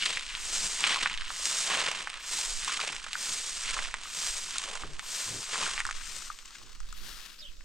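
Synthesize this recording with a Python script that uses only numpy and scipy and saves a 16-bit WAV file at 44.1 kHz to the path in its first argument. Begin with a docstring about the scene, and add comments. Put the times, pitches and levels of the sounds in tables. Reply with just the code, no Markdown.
"""Straw broom on gritty dirt

A short straw broom sweeps an open yard, about one stroke a second, then falls behind the turning microphone.
Each stroke is shaped noise and tiny impacts: straw tips hiss, the bundle digs into the grit, the earth rasps.
Thrown pebbles knock as short decaying modes, bent straws snap, and the yard scatters knocks and chirp.
Filtered noise makes light wind and open air; soft low thuds are swelling sines with a rustle.
Near the end a bird chirps once, a gliding, warbling near-sine, over a faint far tone."""
import sys
import numpy as np
from scipy import signal
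from scipy.fft import rfft, irfft
from scipy.io import wavfile
from scipy.ndimage import uniform_filter1d

SR = 44100
rng = np.random.default_rng(int(sys.argv[2]) if len(sys.argv) > 2 else 0)


def put_to_file(sound):
    """Save the sound as 16-bit audio at rate SR, in the file named by the first command-line argument."""
    columns = np.atleast_2d(sound).T  # one column per channel
    safe = np.clip(columns, -1, 1)
    whole_steps = np.round(safe * 32767)
    wavfile.write(sys.argv[1], SR, whole_steps.astype(np.int16))


N = 337276
TIME_S = np.arange(N) / SR

# Table levels are relative; some layers add a trim.
# Strokes: tips drag over the ground, then the bundle pushes grit away and scuffs the earth:
# (touch-down [s], drag rise [s], drag hiss [dB], drag fade [dB/s], sizzle [dB], push delay [s],
#  push hiss [dB], grit [dB], scuff [dB], scuff lag [s], push fade [dB/s], grit fineness [dB],
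#  left minus right [dB])
STROKES = [(-0.55, 0.22, -36, 33, -49, 0.59, -38, -35, -51, 0.053, 33, 3, 0),
           (0.3, 0.33, -32.5, 33, -57.5, 0.56, -38, -30, -46, 0.017, 32.5, 0, -1),
           (1.258, 0.27, -31, 23, -56, 0.46, -39.5, -31, -40, 0.022, 32.5, -1, -2),
           (2.179, 0.2, -33, 26.5, -55, 0.5, -39.5, -35.5, -49.5, 0.13, 25, -0.5, -1.9),
           (3.109, 0.14, -35, 8, -54, 0.56, -54, -38, -51, 0.1, 25, -0.5, -1.7),
           (4.024, 0.24, -34, 34, -54.5, 0.52, -43.5, -40.5, -50, 0.14, 23, -0.5, -1.5),
           (4.996, 0.2, -35, 23.5, -52, 0.55, -35.5, -34.5, -47, 0.0078, 30, -2, -0.1),
           (5.94, 0.24, -42, 77, -57, 0.53, -53.5, -56.5, -71, 0.14, 16, -2.5, 4.5),
           (6.909, 0.19, -49, 35, -54.5, 0.32, -69, -61.5, -88, 0.02, 42, 4, 7.5)]
# Pebbles landing, each at a set time:
# (time [s], knock level [dB], pitch [Hz], tick re knock [dB], ring time factor [1])
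PEBBLES = [(0.0236, -15, 2840, -22, 2), (0.172, -15, 2270, -10, 1.2), (0.3514, -16.5, 3000, -17, 0.55),
           (0.8404, -6.5, 2730, -17, 0.59), (0.8717, -17, 2850, -3, 1.1), (0.9592, -23, 1090, 1, 1.9),
           (0.97, -24.5, 1080, 1, 2.9), (1.0596, -10, 1610, -34, 0.36), (1.098, -19, 2530, -7, 1.2),
           (1.1405, -20.5, 2680, -8, 1.1), (1.1758, -18.5, 3340, -12, 0.84), (1.304, -24.5, 1210, -16, 0.8),
           (1.7175, -22, 2170, -24, 0.46), (1.8756, -18.5, 1900, -21, 0.7), (1.915, -22, 2150, 2, 0.61),
           (2.073, -18.5, 1440, -14, 0.3), (2.1003, -23.5, 2680, -4, 0.39), (2.1412, -23.5, 2040, -8, 0.28),
           (2.695, -25, 1350, -12, 0.81), (2.7725, -22, 2700, -37, 1.2), (2.7933, -25.5, 1270, -6, 2.1),
           (2.89, -22, 2600, -8, 0.88), (2.9228, -36, 2300, 10, 0.93), (2.9644, -23, 2730, -3, 0.84),
           (3.0427, -29, 2720, -8, 1), (3.0654, -28.5, 1290, -13, 0.47), (3.1316, -17.5, 2880, -3, 0.4),
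           (3.1535, -21, 1490, -12, 2.1), (3.767, -26, 1260, -16, 1.7), (3.7903, -17, 1730, -15, 0.45),
           (3.8484, -22, 2300, -12, 1.3), (3.9411, -15.5, 1670, -7, 0.28), (4.0354, -34, 3000, 7.5, 1.2),
           (4.0552, -35, 1230, -3, 2.6), (4.7543, -26.5, 1370, 1.5, .9), (4.8351, -26.5, 1320, -23, 1),
           (4.9944, -22, 2030, -1, 0.4), (5.5563, -24, 1300, -25, 1), (5.6639, -21.5, 1520, -12, 1.7),
           (5.7785, -16, 2130, -11, 0.56), (5.8035, -13.5, 2070, -8, 0.49), (5.852, -20, 1540, -5, 1.5),
           (5.866, -31.5, 1070, 9, 4.5), (5.89, -24.5, 1340, -15, 1.4), (5.9106, -20.5, 1720, -3, 0.37),
           (6.301, -27, 1280, -48.5, 3.4), (6.3886, -32, 2920, -3, 0.38), (6.8035, -39.5, 1340, 5, 1),
           (6.927, -37, 1340, 5, 3.3), (7.6085, -42, 1820, -18, 0.47)]
# Pebble resonances: (multiple of pitch [1], level [dB], cycles to -60 dB at ring factor 1 [1])
PEBBLE_MODES = [(1.0, 33, 4.64), (1.45, -31, 1), (.8, -18, 4.3), (2.0, -14, 4.8)]
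# Single straws that catch and flick free: (time [s], level [dB])
FLICKS = [(0.0553, -18), (0.806, -17.5), (1.4552, -11.5), (2.025, -26), (2.6467, -18), (2.7734, -25),
          (2.95, -26), (3.1335, -29), (3.6363, -21), (4.3814, -23), (4.5077, -21.5), (4.583, -12.5),
          (5.803, -37), (5.9143, -27.5), (6.457, -35.5), (6.5072, -40)]
# Soft low thuds: (time of height [s], level [dB], pitch [Hz], length [s])
THUDS = [(0.645, -48.5, 189, 0.12), (2.93, -54, 154.4, 0.098), (3.31, -55, 150, 0.063),
         (4.23, -66, 86, 0.25), (4.85, -43, 67, 0.065), (4.9, -52.5, 148, 0.28), (5.345, -44.5, 114, 0.23),
         (5.87, -59, 85, 0.092), (6.15, -62, 86, 0.2), (6.65, -61.5, 100, 0.24), (7.06, -58, 150.7, 0.22)]
# Gusts at the microphone: (time of height [s], level [dB], half length at -6 dB [s])
GUSTS = [(0.503, -40, 0.25), (1.2, -36.5, 0.16), (2.555, -34.5, 0.073), (3.76, -35, 0.15),
         (4.335, -35, 0.076), (4.88, -36, 0.1), (5.888, -36, 0.21), (6.176, -43, .22), (6.9, -33.5, 0.14),
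         (7.115, -38.5, 0.073), (7.554, -39, 0.089)]
# Faint far tone under and after the chirp: (time [s], pitch [Hz], level [dB])
FAR_TONE = [(7.40, 615, -92), (7.425, 616, -63), (7.46, 560, -66), (7.53, 640, -97), (7.59, 585, -72)]

# Filter shapes, scaled to unit energy in use: (frequency [Hz], gain [dB])
# straw tips
STRAW_SPECTRUM = [(150, -50), (700, -55), (1200, -7.5), (2400, -4), (3200, -2.5), (5000, 0.5), (7000, 1.5),
                  (8700, 0.5), (9500, -9.5), (10500, -20), (16000, -36)]
# straw tips heard from the side of the microphone
STRAW_ASIDE_SPECTRUM = [(150, -24.5), (750, -17), (1300, -2), (2300, -7), (3200, -3), (4500, -2),
                        (6500, -7), (8500, -12), (9500, -10.5), (11000, -21), (16000, -18)]
# sand under the bundle
GRIT_SPECTRUM = [(200, -35), (600, -34), (850, -11), (1100, 0.5), (1500, 1), (2200, 3), (2900, 6),
                 (3800, 2.5), (5500, -6.5), (9000, -75), (11000, -43)]
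# packed earth
SCUFF_SPECTRUM = [(120, -18), (300, -13.5), (430, 1.5), (600, 1.5), (780, 2.5), (1050, 5.5), (1400, -13),
                  (2200, -9), (6000, -45)]
# bundle moving air and brushing ground
SWISH_SPECTRUM = [(50, -23), (100, -15.5), (160, 0), (250, -3.5), (370, -5.5), (480, -20.5), (900, -26.5),
                  (4000, -62)]
# highest hiss of the tips
SIZZLE_SPECTRUM = [(5000, -48), (9000, -13), (10700, -1), (12300, 6), (14500, -2), (16000, -11.5)]
# open air
AIR_SPECTRUM = [(30, -19), (90, -22), (160, -2), (250, -1), (380, -3), (560, -6), (800, -19), (1300, -2),
                (2200, -18), (4500, -1), (8000, -4), (10500, -34), (16000, -28)]
# wind at the ports
WIND_SPECTRUM = [(10, 12), (28, 2), (42, -2.5), (60, -17), (100, -31), (250, -57), (1000, -67)]
# muffled rustle on the thuds
RUSTLE_SPECTRUM = [(30, -3), (120, 1.5), (250, -2), (380, -1), (900, -14), (4000, -77)]

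# Short scatter from ground, steps and wall: (frequency [Hz], t60 [s])
YARD_DECAY = [(200, 0.16), (1200, 0.072), (4000, 0.076), (12000, 0.0078)]
# Microphone ports before the turn: (frequency [Hz], phase lead of left [rad])
PORT_PHASE = [(20, 1), (1500, 0.014), (3200, -0.79), (5500, -0.41), (9000, -0.17), (12000, -1.24),
              (16000, -1.2)]

# Drag: light landing, firmer pressure, then easing off
DRAG_LANDING_DB, LANDING_S = -22.5, 0.029
# layers under the drag, re its hiss
DRAG_GRIT_DB, DRAG_SCUFF_DB, DRAG_SWISH_DB = -13, -22.5, -33
# sizzle: weighted to the landing
SIZZLE_LANDING_DB, SIZZLE_FADE_DB_PER_S = -12, 45
# push and scuff: attack, hold; scuff has its own release
PUSH_RISE_DB_PER_S, PUSH_HOLD_S = 165, 0.068
SCUFF_HOLD_S, SCUFF_FADE_DB_PER_S = 0.017, 58
# swish: re the push's grit; floor
PUSH_SWISH_DB, SWISH_REST_DB = -27.5, -77.5
# each stroke starts further left and swings right: left-minus-right excess, Gaussian width
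SWING_DB, SWING_S = 2, 1
# rub breaking into ticks: ramp time, final power share, rate, power decay, size spread
BREAKUP_S, BREAKUP_SHARE, TICKS_PER_S, TICK_S, TICK_SPREAD_DB = 0.23, 0.58, 110, 0.0025, -2
# broom in the air before touch-down: dip, lead, Gaussian width
AIRBORNE_DB, AIRBORNE_LEAD_S, AIRBORNE_S = -3.5, 0.07, 0.085
# pebbles scattered at random after a push: delay, longest flight, level re grit, spread either way
SCATTER_DELAY_S, SCATTER_FLIGHT_S, SCATTER_DB, SCATTER_SPREAD_DB = 0.01, 0.46, 7, 9
BREEZE_DB = -48.5  # on the scale of GUSTS
# chirp; pitches are before the warble
CHIRP_S, CHIRP_LENGTH_S, CHIRP_DB, CHIRP_FADE_DB_PER_S = 7.382, 0.12, -48, 35
CHIRP_TOP_HZ, CHIRP_END_HZ, CHIRP_RISE_S, CHIRP_FALL_S = 5290, 3070, 0.014, 0.025
WARBLE_HZ, WARBLE_DEPTH = 40.5, 0.14
EDGE_HZ = 15900  # band limit


def gain_of(db):
    """Decibels to amplitude."""
    return 10 ** (np.asarray(db) / 20)


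def together(levels_db):
    """Power sum of levels in dB."""
    return 10 * np.log10(sum(gain_of(db) ** 2 for db in levels_db) + 1e-14)


def evened(x):
    """Scales to rms 1."""
    return x / np.sqrt(np.mean(x ** 2) + 1e-20)


def read(points, hz):
    """Interpolates a frequency table on a log axis."""
    f, value = np.transpose(points)
    return np.interp(np.log(hz + 1), np.log(f + 1), value)


def curves(rows):
    """Columns of a time table at every sample."""
    s, *columns = np.transpose(rows)
    return [np.interp(TIME_S, s, column) for column in columns]


def add(mix, s, sound):
    """Mixes a (channels, samples) sound in at time s."""
    part = mix[:, max(round(s * SR), 0):][:, :sound.shape[1]]
    part += sound[:, :part.shape[1]]


def placed(x, pan_db):
    """Two channels with a left-minus-right level difference."""
    return np.array([x * gain_of(pan_db / 2), x * gain_of(-pan_db / 2)])


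def colour(x, spectrum, size=4096):
    """Minimum-phase filter of unit energy: clicks keep sharp fronts."""
    hz = abs(np.fft.fftfreq(size, 1 / SR))
    log_gain = np.log(gain_of(read(spectrum, hz)))
    minimum_phase = np.exp(np.conj(signal.hilbert(log_gain)))
    taps = np.fft.ifft(minimum_phase).real[:size // 2]
    return signal.oaconvolve(x, taps / np.linalg.norm(taps))[:len(x)]


def tilted(x, tilt_db, pivot_hz=1900):
    """Shifts the balance about the pivot; positive tilt favours the top."""
    hz = np.fft.rfftfreq(N, 1 / SR)
    body = irfft(rfft(x) / (1 + (hz / pivot_hz) ** 6), N)
    return body * gain_of(-tilt_db) + (x - body) * gain_of(tilt_db)


def no_bass(x, corner_hz=760):
    """Things as small as pebbles radiate almost no bass."""
    return signal.sosfilt(signal.butter(3, corner_hz, "high", fs=SR, output="sos"), x)


def wander(rate_hz):
    """Low-passed random drift of rms 1."""
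    hz = np.fft.rfftfreq(N, 1 / SR)
    return evened(irfft(rfft(rng.standard_normal(N)) / (1 + (hz / rate_hz) ** 2), N))


def contacts(per_s, spread_db):
    """Random impacts, rms 1; positive spread makes a few large, negative a few small."""
    size = gain_of(spread_db * np.minimum(rng.exponential(1, N), 4))
    struck = rng.random(N) < per_s / SR
    return evened(size * rng.choice([-1, 1], N) * struck)


def outdoors():
    """Even wash of open air, and lumpy low wind at the two ports: gusts over a light breeze."""
    gusts_db = [db - 6 * np.minimum(abs(TIME_S - s) / half_s, 4) ** 2 for s, db, half_s in GUSTS]
    gust_db = together([BREEZE_DB] + gusts_db)
    # rows: left, right, shared
    air = np.array([colour(z, AIR_SPECTRUM) for z in rng.standard_normal((3, N))])
    wind = np.array([colour(z, WIND_SPECTRUM, size=16384) for z in rng.standard_normal((3, N))])
    wash = gain_of(-64.5) * (air[2] + 1.13 * air[:2])
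    blowing = (wind[2] + 0.33 * wind[:2]) * gain_of(gust_db - 3.5)
    return wash + blowing * gain_of([[-3], [2]])


def drag(t, rise_s, landing_db, fade_db_per_s):
    """Level [dB] after touch-down: rounded rise, then even fade."""
    landed = np.clip(t / LANDING_S, 1e-6, 1)
    pressing_db = landing_db * np.clip(1 - t / rise_s, 0, 1) ** 2
    return 20 * np.log10(landed) + pressing_db - fade_db_per_s * np.maximum(t - rise_s, 0)


def push(t, hold_s, fade_db_per_s):
    """Level [dB] round the push: attack, hold, release."""
    return PUSH_RISE_DB_PER_S * np.minimum(t, 0) - fade_db_per_s * np.maximum(t - hold_s, 0)


def stroke_levels(size=64):
    """Levels [dB] of straw, grit, scuff, swish and sizzle, from every drag and push."""
    clock, parts = TIME_S[::size], []
    for (s, rise_s, hiss_db, drag_fade, sizzle_db, delay_s,
         push_db, grit_db, scuff_db, lag_s, push_fade, _, _) in STROKES:
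        t = clock - s
        lifted = push(np.maximum(t - delay_s, 0), PUSH_HOLD_S, push_fade)
        dragging = hiss_db + drag(t, rise_s, DRAG_LANDING_DB, drag_fade) + lifted
        pushing = push(t - delay_s, PUSH_HOLD_S, push_fade)
        digging = push(t - delay_s - lag_s, SCUFF_HOLD_S, SCUFF_FADE_DB_PER_S)
        parts.append([together([dragging, push_db + pushing]),
                      together([dragging + DRAG_GRIT_DB, grit_db + pushing]),
                      together([dragging + DRAG_SCUFF_DB, scuff_db + digging]),
                      together([dragging + DRAG_SWISH_DB, grit_db + PUSH_SWISH_DB + pushing]),
                      sizzle_db + drag(t, rise_s, SIZZLE_LANDING_DB, SIZZLE_FADE_DB_PER_S)])
    return [np.interp(TIME_S, clock, level) for level in together(np.array(parts))]


def stroke_now(starts_s):
    """Index of the latest stroke to touch down, at every sample."""
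    return np.maximum(np.searchsorted(starts_s, TIME_S) - 1, 0)


def stroke_places(size=1500):
    """Grit fineness and left-minus-right level [dB] as each stroke swings across its patch."""
    starts_s, *_, fine_db, pan_db = np.transpose(STROKES)
    now = stroke_now(starts_s)
    swing_db = SWING_DB * np.exp(-((TIME_S - starts_s[now]) / SWING_S) ** 2)
    return uniform_filter1d(fine_db[now], size), uniform_filter1d(pan_db[now] + swing_db - 0.5, size)


def straw(level_db):
    """Straw tips stick and slip; the hiss changes colour as the microphone turns away."""
    tips = evened(contacts(per_s=9000, spread_db=4.0) + gain_of(-11.5) * rng.standard_normal(N))
    aside = np.interp(TIME_S, [6.2, 7.0], [0, 1])
    facing_hiss = (1 - aside) * colour(tips, STRAW_SPECTRUM)
    aside_hiss = aside * gain_of(2.5) * colour(tips, STRAW_ASIDE_SPECTRUM)
    return (facing_hiss + aside_hiss) * gain_of(level_db + 0.5)


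def knock(hz, ring, rise_cycles, size=1024):
    """A stone on packed earth: soft front, a few cycles of each mode, peak 1."""
    cycles = hz * np.arange(size) / SR
    modes = np.zeros(size)
    for multiple, db, life_cycles in PEBBLE_MODES:
        decay = gain_of(db - 60 * cycles / (life_cycles * ring))
        modes += decay * np.sin(2 * np.pi * (multiple * cycles + rng.uniform(0, 1 / 4)))
    sound = modes * (1 - np.exp(-(cycles / rise_cycles) ** 2))
    return sound / abs(sound).max()


def grit(level_db, fine_db, per_s=150):
    """Sand grinds under the bundle; bits of gravel, each with its own pitch, tumble along."""
    sand = colour(contacts(per_s=4500, spread_db=4.0) + 0.26 * rng.standard_normal(N), GRIT_SPECTRUM)
    gravel = np.zeros((1, N))
    for when, kind, weight in rng.random((round(per_s * N / SR), 3)):
        size_db = 3.6 * min(-np.log(weight), 3)
        bit = knock(950 * 3.88 ** kind, ring=3.3, rise_cycles=0.48)
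        add(gravel, when * N / SR, gain_of(size_db) * bit[None])
    rolling = sand + gain_of(-9.5) * evened(no_bass(gravel[0]))
    return tilted(rolling, fine_db) * gain_of(level_db + 1.2 * wander(rate_hz=50))


def scuff(level_db):
    """Packed earth answers the drag of the bundle with a dull rasp."""
    return colour(contacts(per_s=4000, spread_db=3.5), SCUFF_SPECTRUM) * gain_of(level_db + 2.57)


def swish(level_db):
    """The whole bundle pushes air and brushes the ground softly."""
    unsteady_db = level_db + 2.5 + 2.2 * wander(rate_hz=6.7)
    return colour(rng.standard_normal(N), SWISH_SPECTRUM) * gain_of(unsteady_db)


def broom(straw_db, grit_db, scuff_db, swish_db, fine_db):
    """Straw, grit, ground and bundle together; bumps over the ground unsettle the scuff."""
    bumps_db = 2 * wander(rate_hz=54)
    rub = straw(straw_db) + grit(grit_db - 0.5, fine_db)
    return rub + scuff(scuff_db + bumps_db) + swish(together([swish_db, SWISH_REST_DB]))


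def breakup(size=24):
    """Gain on the rub: even in the drag, breaking into ticks around the push, weaker in mid-air."""
    starts_s, _, _, _, _, delays_s, *_ = np.transpose(STROKES)
    after_push_s = TIME_S - (starts_s + delays_s)[stroke_now(starts_s)]
    # the ramp begins 0.43 of its length before the push
    share = BREAKUP_SHARE * np.clip(after_push_s / BREAKUP_S + 0.43, 0, 1)
    tick_power = contacts(TICKS_PER_S, TICK_SPREAD_DB) ** 2
    bursts = signal.lfilter([1], [1, -np.exp(-1 / (TICK_S * SR))], tick_power)
    airborne = sum(np.exp(-((TIME_S - s + AIRBORNE_LEAD_S) / AIRBORNE_S) ** 2) for s in starts_s)
    rattle = np.sqrt(1 - share + share * bursts / bursts.mean())
    return uniform_filter1d(rattle, size) * gain_of(AIRBORNE_DB * airborne)


def sizzle(level_db):
    """The highest hiss reaches each port differently, and the left one more."""
    shared = contacts(per_s=21000, spread_db=-9)
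    left, right = (colour(evened(shared + 1.3 * rng.standard_normal(N)), SIZZLE_SPECTRUM) for _ in range(2))
    return np.array([left * gain_of(1.5), right * gain_of(-14.0)]) * gain_of(level_db)


def sweeping(fine_db, pan_db):
    """Bunched straws catch and let go together; their spread makes the ports differ."""
    *levels_db, sizzle_db = stroke_levels()
    catching = gain_of(1.2 * wander(rate_hz=40))
    spread = gain_of(-15) * broom(*levels_db, fine_db)
    rub = placed(broom(*levels_db, fine_db), pan_db) + np.array([spread, -spread])
    return (rub * breakup() + sizzle(sizzle_db)) * catching + flicks(pan_db)


def scattered_pebbles(count=12):
    """More pebbles scattered at random after each push, on average fainter later: rows as in PEBBLES."""
    rows = []
    for s, _, _, _, _, delay_s, _, grit_db, _, _, fade, _, _ in STROKES:
        for when, kind, weight, hard in rng.random((count, 4)):
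            flight_s = SCATTER_FLIGHT_S * when
            db = grit_db + SCATTER_DB + SCATTER_SPREAD_DB * (1 - 2 * weight) - 1.52 * fade * flight_s
            landing_s = s + delay_s + SCATTER_DELAY_S + flight_s
            rows.append((landing_s, db, 1100 * 2.76 ** kind, -7 + 9 * hard, 1.2))
    return rows


def pebbles(pan_db, size=1024):
    """Thrown pebbles knock on the ground with a gritty tick, then chatter faintly as they settle."""
    out, t = np.zeros((1, N)), np.arange(size) / SR
    for s, db, hz, tick_db, ring in [*PEBBLES, *scattered_pebbles()]:
        blow = no_bass(knock(hz, ring=ring, rise_cycles=1.1))
        blow = blow / abs(blow).max()
        tick = colour(rng.standard_normal(size) * t * np.exp(-t / 0.0003), STRAW_SPECTRUM)
        settling = rng.standard_normal(size) * np.sqrt(t) * np.exp(-t / 0.0053)
        chatter = np.convolve(blow, settling)[:size]
        sound = blow + gain_of(tick_db) * tick / abs(tick).max()
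        sound = sound + gain_of(-14) * chatter / abs(chatter).max()
        add(out, s, gain_of(db) * sound[None])
    return placed(out[0], pan_db - 0.5)


def yard(x, size=11025):
    """Weak scattered reflections, different at each port, dying at a rate set by frequency."""
    taps = rng.standard_normal((2, size)) * (rng.random((2, size)) < 0.1)
    hz, t, z = signal.stft(taps, SR, nperseg=128)
    decay = gain_of(-60 * t / read(YARD_DECAY, hz)[:, None])
    tail = signal.istft(z * decay, SR, nperseg=128)[1]
    tail = tail / np.linalg.norm(tail, axis=1, keepdims=True)
    return signal.fftconvolve(x, tail, axes=1)[:, :N]


def flicks(pan_db, size=512):
    """A bent straw springs free with a dry snap."""
    out, t = np.zeros((1, N)), np.arange(size) / SR
    for s, db in FLICKS:
        snap = colour(rng.standard_normal(size) * np.exp(-t / 0.0015), STRAW_SPECTRUM)
        add(out, s, gain_of(db) * snap[None] / abs(snap).max())
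    return placed(out[0], pan_db)


def thuds():
    """Soft low swells of a sine with a muffled rustle on top."""
    out = np.zeros((2, N))
    for s, db, hz, length_s in THUDS:
        t = np.arange(round(length_s * SR)) / SR
        rustle = colour(rng.standard_normal(SR), RUSTLE_SPECTRUM)[:len(t)]
        swell = np.sin(np.pi * t / length_s) ** 2
        sound = (0.66 * np.sin(2 * np.pi * hz * t) + 0.74 * rustle) * swell
        add(out, s - length_s / 2, placed(gain_of(db) * sound, -1.6))
    return out


def whistle(rows, flutter):
    """A near-sine follows its pitch and level rows, with a fine unsteadiness."""
    hz, level_db = curves(rows)
    turns = np.cumsum(hz * (1 + flutter * wander(rate_hz=330))) / SR
    sounding = (TIME_S > rows[0][0]) & (TIME_S < rows[-1][0])
    return np.sin(2 * np.pi * turns) * gain_of(level_db + 1.8 * wander(rate_hz=110)) * sounding


def bird():
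    """One chirp: a quick leap, then a fall, with a warble that deepens towards the end."""
    t = np.linspace(0, CHIRP_LENGTH_S, 200)
    along, past_top_s = t / CHIRP_LENGTH_S, t - CHIRP_RISE_S
    arch = np.exp(-(past_top_s / np.where(past_top_s < 0, CHIRP_RISE_S, CHIRP_FALL_S)) ** 2)
    glide_hz = CHIRP_END_HZ + (CHIRP_TOP_HZ - CHIRP_END_HZ) * arch
    hz = glide_hz * (1 + WARBLE_DEPTH * along * np.cos(2 * np.pi * WARBLE_HZ * t))
    level_db = CHIRP_DB - CHIRP_FADE_DB_PER_S * t - 14 * abs(2 * along - 1) ** 6
    return placed(whistle(np.transpose([CHIRP_S + t, hz, level_db]), flutter=0.05), -2)


def far_tone():
    """A faint far near-sine with a gliding pitch, equal in both channels."""
    return whistle(FAR_TONE, flutter=0.0104)


def scene():
    """Sweeping, stones, bird, tone, thuds and wind in the open yard."""
    fine_db, pan_db = stroke_places()
    stones, chirp = pebbles(pan_db), bird()
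    scatter = yard(gain_of(-14.5) * stones + gain_of(0.5) * chirp)
    return sweeping(fine_db, pan_db) + stones + chirp + scatter + far_tone() + thuds() + outdoors()


def record(dry):
    """The ports hear sound out of step, in an order that swaps with the turn; then the band limit."""
    half_turn = np.exp(0.5j * read(PORT_PHASE, np.fft.rfftfreq(N, 1 / SR)))
    shift = np.array([half_turn, half_turn.conj()])
    turned = np.interp(TIME_S, [5.9, 6.6], [0, 1])
    before = irfft(rfft(dry) * shift, N)
    after = irfft(rfft(dry) * shift.conj(), N)
    ports = (1 - turned) * before + turned * after
    low_pass = signal.firwin(511, EDGE_HZ, window=("kaiser", 9), fs=SR)
    return signal.oaconvolve(ports, low_pass[None], "same")


dry = scene()
out = record(dry)
put_to_file(out)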